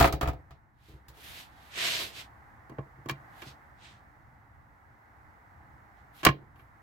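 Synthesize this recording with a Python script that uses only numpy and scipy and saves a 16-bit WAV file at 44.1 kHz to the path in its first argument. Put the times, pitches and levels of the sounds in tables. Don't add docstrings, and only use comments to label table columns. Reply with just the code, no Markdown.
import sys
import numpy as np
from scipy import signal
from scipy.fft import rfft, irfft
from scipy.io import wavfile
from scipy.ndimage import uniform_filter1d

SR = 44100
rng = np.random.default_rng(int(sys.argv[2]) if len(sys.argv) > 2 else 0)


def digitize_waveform(pressure):
    field = np.atleast_2d(pressure).T
    bounded = np.clip(field, -1, 1)
    quanta = np.round(bounded * 32767).astype(np.int16)
    wavfile.write(sys.argv[1], SR, quanta)


N = 300762
TIME = np.arange(N) / SR
RING_TIME = np.arange(SR // 3) / SR

# (frequency [Hz], coherence [1])
NEAR_COHERENCE = [(60, .995), (140, .985), (280, .92), (550, .8), (1100, .45), (2000, .03), (16000, 0)]
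DIFFUSE_COHERENCE = [(60, 0.6), (160, 1), (270, .69), (450, 0.85), (740, 0.12), (1220, -0.17), (3300, 0.14),
                     (16000, 0.58)]
# (frequency [Hz], relative level [dB], nominal T60 [s])
STOVE_FRAME_MODES = [(63, 0, .19), (92, -6, .1), (108, -6, .1), (136, -3, .15)]
SINK_PANEL_MODES = [(264.4, -11.5, 0.17), (335, -4.5, 0.14), (374, -11, 0.12), (529, -23.5, 0.25),
                    (664, -12.5, 0.18), (865, -18, 0.12), (1060, -3, 0.14), (1120, 0, 0.094),
                    (1194, -0.5, 0.073), (1545, -2, 0.052), (1688, -2, 0.098), (1908, -11.5, 0.2),
                    (2244, -1, 0.084), (2375, -3.5, 0.12), (2800, -2.5, 0.086), (3168, -2, 0.063)]


def amp(db):
    return 10 ** (np.asarray(db) / 20)


def unit_rms(x):
    return x / np.sqrt(np.mean(x ** 2) + 1e-20)


def curve_at(points, hz):
    frequency, value = np.transpose(points)
    return np.interp(np.log(hz + 1), np.log(frequency + 1), value)


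def pan_gains(db):
    return amp(np.array([[.5], [-.5]]) * db)


def pan_spectrum(x, balance):
    return irfft(rfft(x) * pan_gains(curve_at(balance, np.fft.rfftfreq(N, 1 / SR))), N)


def noise(spectrum, coherence=DIFFUSE_COHERENCE, size=N):
    hz = np.fft.rfftfreq(size, 1 / SR)
    left, independent = np.exp(2j * np.pi * rng.random((2, len(hz))))
    shared = np.clip(curve_at(coherence, hz), -1, 1)
    right = shared * left + np.sqrt(1 - shared ** 2) * independent
    return unit_rms(irfft(np.array([left, right]) * amp(curve_at(spectrum, hz)), size))


def background(hum_db=-60.5, hum_follows=0.39, swell_db=2, wash_gain_db=4.5):
    # (frequency [Hz], relative spectral density [dB])
    hum_spectrum = [(12, -46), (20, -15.5), (35, -14), (59, -1.5), (130, -5.5), (166, -16.5), (204, -14),
                    (242, -23.5), (300, -15.5), (390, -34), (660, -120)]
    wash_spectrum = [(120, -25), (200, -8), (300, -9), (420, -14), (600, -10), (810, 0), (1000, -4),
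                     (1500, -6), (2020, -8), (2450, -23), (3100, -31), (8000, -37), (9400, -41),
                     (12000, -37), (16000, -38)]
    # (frequency [Hz], left minus right [dB])
    wash_balance = [(60, 3), (110, -3), (200, 5.5), (380, 2), (700, 0), (1290, -3), (2380, -5),
                    (4400, -1.5), (8120, 4), (15000, -3.5)]
    # (time [s], relative level [dB])
    contour = [(.4, -65.5), (.75, -73.5), (1.3, -62), (2.3, -61), (2.95, -62.5), (3.35, -57.5), (3.7, -62),
               (4.6, -66), (5.3, -63), (6.15, -62.5), (6.5, -66), (6.8, -63.5)]
    knots = np.arange(0, N / SR + 1, .12)
    swell = swell_db * np.interp(TIME, knots, rng.standard_normal(len(knots)))
    contour_db = np.interp(TIME, *np.transpose(contour))
    hum = amp(hum_db + hum_follows * (contour_db - contour_db.mean()) + swell) * noise(hum_spectrum)
    wash = amp(contour_db + wash_gain_db) * noise(wash_spectrum)
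    return hum + pan_spectrum(wash, wash_balance)


def van_reverb(x, wet_db):
    # (frequency [Hz], T60 [s])
    decay_times = [(100, 0.45), (400, 0.29), (1200, 0.094), (4000, 0.18), (9000, 0.05), (16000, 0.18)]
    reflections = noise([(60, -13.5), (200, -3), (600, 2.5), (16000, -3.0)], size=len(RING_TIME))
    hz, t, bands = signal.stft(reflections, SR, nperseg=256)
    decay = amp(-60 * t / curve_at(decay_times, hz)[:, None])
    tail = signal.istft(bands * decay, SR, nperseg=256)[1][:, :len(RING_TIME)] * onset(0.007)
    return x + amp(wet_db) * signal.fftconvolve(x, tail / np.linalg.norm(tail[0]), axes=1)[:, :N]


def basin(start_s=3.11):
    # (frequency [Hz], level [dB], T60 [s])
    modes = [(118, -59.5, 3.5), (297, -68.5, 4.2)]
    age = np.maximum(TIME - start_s, 0)
    return sum(amp(db - 60 * age / t60) * np.sin(2 * np.pi * hz * age) for hz, db, t60 in modes)


def resonate(x, hz, width_hz):
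    carrier = np.exp(2j * np.pi * np.cumsum(hz) / SR)
    return 2 * (carrier * signal.lfilter(*signal.butter(2, width_hz / 2, fs=SR), x / carrier)).real


def cloth_strokes(edge_db=-19.5, roundness=1.66):
    # (peak time [s], rise [s], fall [s], relative swish [dB], relative fizz [dB], weave pitch [Hz])
    strokes = [ (0.89, 0.12, 0.13, -66, -74.5, 3000), (1.28, .14, 0.17, -51.5, -57, 2800),
               (1.39, 0.15, 0.092, -49, -58.5, 3200), (1.68, 0.24, 0.12, -62.5, -71, 3000),
               (1.80, 0.076, 0.095, -36.5, -57, 2267), (1.86, 0.11, 0.13, -30.5, -46, 3226),
               (1.95, 0.13, 0.13, -33.5, -49.5, 3756), (2.015, 0.055, 0.1, -38, -48, 3500),
               (2.19, 0.087, 0.069, -44.5, -58, 3200), (3.425, 0.12, 0.076, -59.5, -65.5, 2700),
               (3.485, 0.069, 0.06, -53, -68, 4200), (3.85, 0.068, 0.14, -56, -81, 2800),
               (5.99, .06, .08, -77, -97, 2780), (6.165, .04, .05, -65, -64.5, 3026),
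               (6.21, 0.066, 0.043, -58, -65, 2887), (6.59, .04, 0.11, -81, -76.5, 2900)]
    peak, rise, fall, swish_db, fizz_db, hz = np.transpose(strokes)[:, :, None]
    t = np.linspace(0, N / SR, num=N // 64)
    from_peak = np.maximum((peak - t) / rise, (t - peak) / fall)
    arch_db = np.maximum(edge_db * from_peak ** roundness, -120)
    swish_power, fizz_power = amp(swish_db + arch_db) ** 2, amp(fizz_db + arch_db) ** 2
    weave_hz = np.average(hz * np.ones_like(t), axis=0, weights=swish_power)
    controls = np.sqrt(swish_power.sum(0)), np.sqrt(fizz_power.sum(0)), weave_hz
    return [np.interp(TIME, t, control) for control in controls]


def clothes(swish_db=-2, weave_db=-1.0, grip_db=0.58, snag_db=1.0):
    # (frequency [Hz], relative spectral density [dB])
    cloth_spectrum = [(59, -51), (100, -17), (140, -12), (252, -12), (388, -7), (524, -10), (670, -2),
                      (872, -17.5), (958, -5), (1070, -8), (1820, -2.5), (3650, -2.5), (9000, -12),
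                      (11700, -50.5), (19800, -120)]
    fizz_spectrum = [(6000, -21), (9000, -8.5), (10000, -3), (11700, 1.5), (14000, -2), (16000, -12)]
    # (frequency [Hz], left minus right [dB])
    balance = [(60, 0), (110, 4), (200, -1), (380, 0), (700, -1.5), (1290, -4), (2380, -4), (4400, -0.5),
               (8120, 0.5), (15000, -4)]
    swish, fizz, weave_hz = cloth_strokes()
    folds = unit_rms(uniform_filter1d(rng.standard_normal(N), size=400))
    fibres = unit_rms(uniform_filter1d(rng.standard_normal(N), size=30))
    weave = unit_rms(resonate(noise(cloth_spectrum), weave_hz, width_hz=2500))
    rub = swish * (amp(swish_db) * noise(cloth_spectrum) + amp(weave_db) * weave)
    rub += fizz * noise(fizz_spectrum)
    return pan_spectrum(amp(grip_db * folds + snag_db * fibres) * rub, balance)


def onset(rise_s):
    return 1 - np.exp(-RING_TIME / rise_s)


def dense_modes(spectrum, t60):
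    return noise(spectrum, NEAR_COHERENCE, size=len(RING_TIME)) * amp(-60 * RING_TIME / t60)


def ring(modes, scatter_rad, t60_scale):
    hz, db, t60 = np.transpose(modes)[:, :, None]
    sign = (-1) ** np.arange(len(hz))[:, None]
    phase_offset = sign * np.arccos(np.clip(curve_at(NEAR_COHERENCE, hz), -1, 1)) / 2
    strike_phase = scatter_rad * rng.standard_normal(hz.shape)
    phase = 2 * np.pi * hz * RING_TIME + strike_phase
    envelope = sign * amp(db - 60 * RING_TIME / (t60 * t60_scale)) / np.linalg.norm(amp(db))
    return np.array([(envelope * np.sin(phase + side * phase_offset)).sum(0) for side in (-1, 1)])


def impacts(blows, frame, panel, grain_db, grain_t60, click_t60, spring_db, thud_rise_s, scatter_rad,
            pan_db, pan_scatter_db=1):
    # (frequency [Hz], relative spectral density [dB])
    plywood_spectrum = [(80, -25), (200, -6.5), (330, 2), (480, -1.5), (700, -4.5), (1000, -4),
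                        (2000, -5.5), (3200, -9), (5000, -10.5), (9000, -12.5), (16000, -18)]
    catch_spectrum = [(300, -18.5), (1200, -7), (2800, -2), (4500, -0.5), (5800, -6.5), (7200, -4.5),
                      (9500, -11), (11500, -6.5), (13000, -2), (14300, -13), (16000, 1.5)]
    # (frequency [Hz], relative level [dB], nominal T60 [s])
    spring_modes = [(3250, 0, .03), (4570, -1, .04), (6500, -3, .04), (7300, -5, .035), (11000, -4, .025),
                    (12900, 0, .025)]
    mix = np.zeros((2, N))
    for start_s, thud_db, knock_db, click_db, cutoff_hz in blows:
        t60_scale = np.interp(knock_db, (-41, -8), (1.1, 0.57))
        thud = ring(frame, 0.25, t60_scale) * onset(thud_rise_s)
        wood = ring(panel, scatter_rad, t60_scale)
        wood += amp(grain_db) * dense_modes(plywood_spectrum, grain_t60 * t60_scale)
        contact = signal.butter(2, cutoff_hz, fs=SR)
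        knock = signal.lfilter(*contact, wood * onset(0.00052))
        metal = dense_modes(catch_spectrum, click_t60)
        metal += amp(spring_db) * ring(spring_modes, scatter_rad, t60_scale)
        click = metal * onset(0.00038)
        lean = pan_gains(pan_db + pan_scatter_db * rng.standard_normal())
        blow = 2 * amp(thud_db) * thud + lean * amp(knock_db) * knock + 2 * amp(click_db) * click
        span = mix[:, round(start_s * SR):][:, :len(RING_TIME)]
        span += blow[:, :span.shape[1]]
    return mix


def steps():
    # (time [s], frame thud gain [dB], knock gain [dB], click gain [dB], knock cutoff [Hz])
    blows = [(0.885, -49, -49.5, -64, 450), (0.935, -43, -50.5, -77, 455), (1.083, -48, -54.5, -53, 1460),
             (1.170, -59, -52.5, -61, 800), (2.000, -49.5, -38, -47, 1200)]
    return impacts(blows, STOVE_FRAME_MODES, SINK_PANEL_MODES, grain_db=-0.5, grain_t60=0.29,
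                   click_t60=0.099, spring_db=-19, thud_rise_s=0.0084, scatter_rad=0.84, pan_db=-2.0)


def stove_door():
    # (time [s], thud gain [dB], knock gain [dB], click gain [dB], knock cutoff [Hz])
    blows = [ (0.000, -27, -16, -26.5, 2500), (0.0085, -13.5, -11, -30.5, 2700),
             (0.025, -31, -15.5, -30.5, 3500), (0.0425, -22, -9, -35.5, 2280),
             (0.054, -41, -22, -33.5, 4040), (0.074, -45, -19, -37.5, 1800),
             (0.1245, -52, -30.5, -35.5, 3980), (0.135, -26, -21.5, -67, 490),
             (0.211, -43, -23.5, -38.5, 2830), (0.228, -25, -22.5, -44, 1910), (0.256, -41, -29, -60, 2010),
             (0.274, -23, -29.5, -46.5, 3060), (0.285, -33, -25, -45.5, 1290),
             (0.332, -42, -41.5, -63.5, 1210), (0.507, -47.5, -48.5, -67, 3920)]
    # (frequency [Hz], relative level [dB], nominal T60 [s])
    panel_modes = [(275, -4.5, 0.062), (343.5, -10.5, 0.15), (422, -20, 0.16), (680, 3, 0.1),
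                   (746.6, -1, 0.12), (833, -8.5, 0.22), (968, -6, 0.12), (1160, -0.5, 0.063),
                   (1248, -6, 0.14), (1290, -0.5, 0.098), (1384, -6, .07), (1800, -12, .09),
                   (2396, -19, 0.24)]
    return impacts(blows, STOVE_FRAME_MODES, panel_modes, grain_db=-3.5, grain_t60=0.13,
                   click_t60=0.075, spring_db=-14.5, thud_rise_s=0.0023, scatter_rad=0.51, pan_db=0.0)


def sink_door():
    # (time [s], thud gain [dB], knock gain [dB], click gain [dB], knock cutoff [Hz])
    blows = [ (2.696, -52, -39.5, -60.5, 910), (2.718, -58, -30.5, -85, 450), (2.784, -33.5, -24, -84, 694),
             (2.983, -50, -47.5, -88, 450), (3.059, -43, -31.5, -59, 710), (3.087, -54, -34.5, -43, 4040),
             (3.095, -50, -24.5, -36.5, 4140), (3.110, -39, -46.5, -44, 2000),
             (3.419, -76, -38.5, -54, 4500), (3.464, -47.5, -42.5, -73, 450), (6.231, -47, -30, -49, 4500),
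             (6.238, -50, -33, -53.5, 4500), (6.250, -42, -13, -14, 5970),
             (6.2635, -34.5, -10.5, -30, 2000), (6.2662, -16.5, -6.5, -38.5, 3370),
             (6.270, -23.5, -19.5, -37.5, 3000), (6.287, -23, -15.5, -49, 2600),
             (6.425, -68, -51, -85, 800), (6.558, -82.5, -56, -73, 2500), (6.594, -71, -50.5, -83, 2440)]
    # (frequency [Hz], relative level [dB], nominal T60 [s])
    frame_modes = [(63, -12, .18), (104, -6, .12), (137, 0, .2), (194, -10, .14)]
    return impacts(blows, frame_modes, SINK_PANEL_MODES, grain_db=-2, grain_t60=0.081,
                   click_t60=0.028, spring_db=-5, thud_rise_s=0.003, scatter_rad=0.5, pan_db=-2.5)


def scene():
    stove, sink = stove_door(), sink_door()
    knocks = van_reverb(stove + steps(), wet_db=-11.5) + van_reverb(sink, wet_db=-18.5)
    return knocks + basin() + clothes() + background()


def record(dry):
    lowpass = signal.firwin(511, cutoff=16100, window=("kaiser", 9), fs=SR)
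    return signal.oaconvolve(dry, lowpass[None], "same")


dry = scene()
out = record(dry)
digitize_waveform(out)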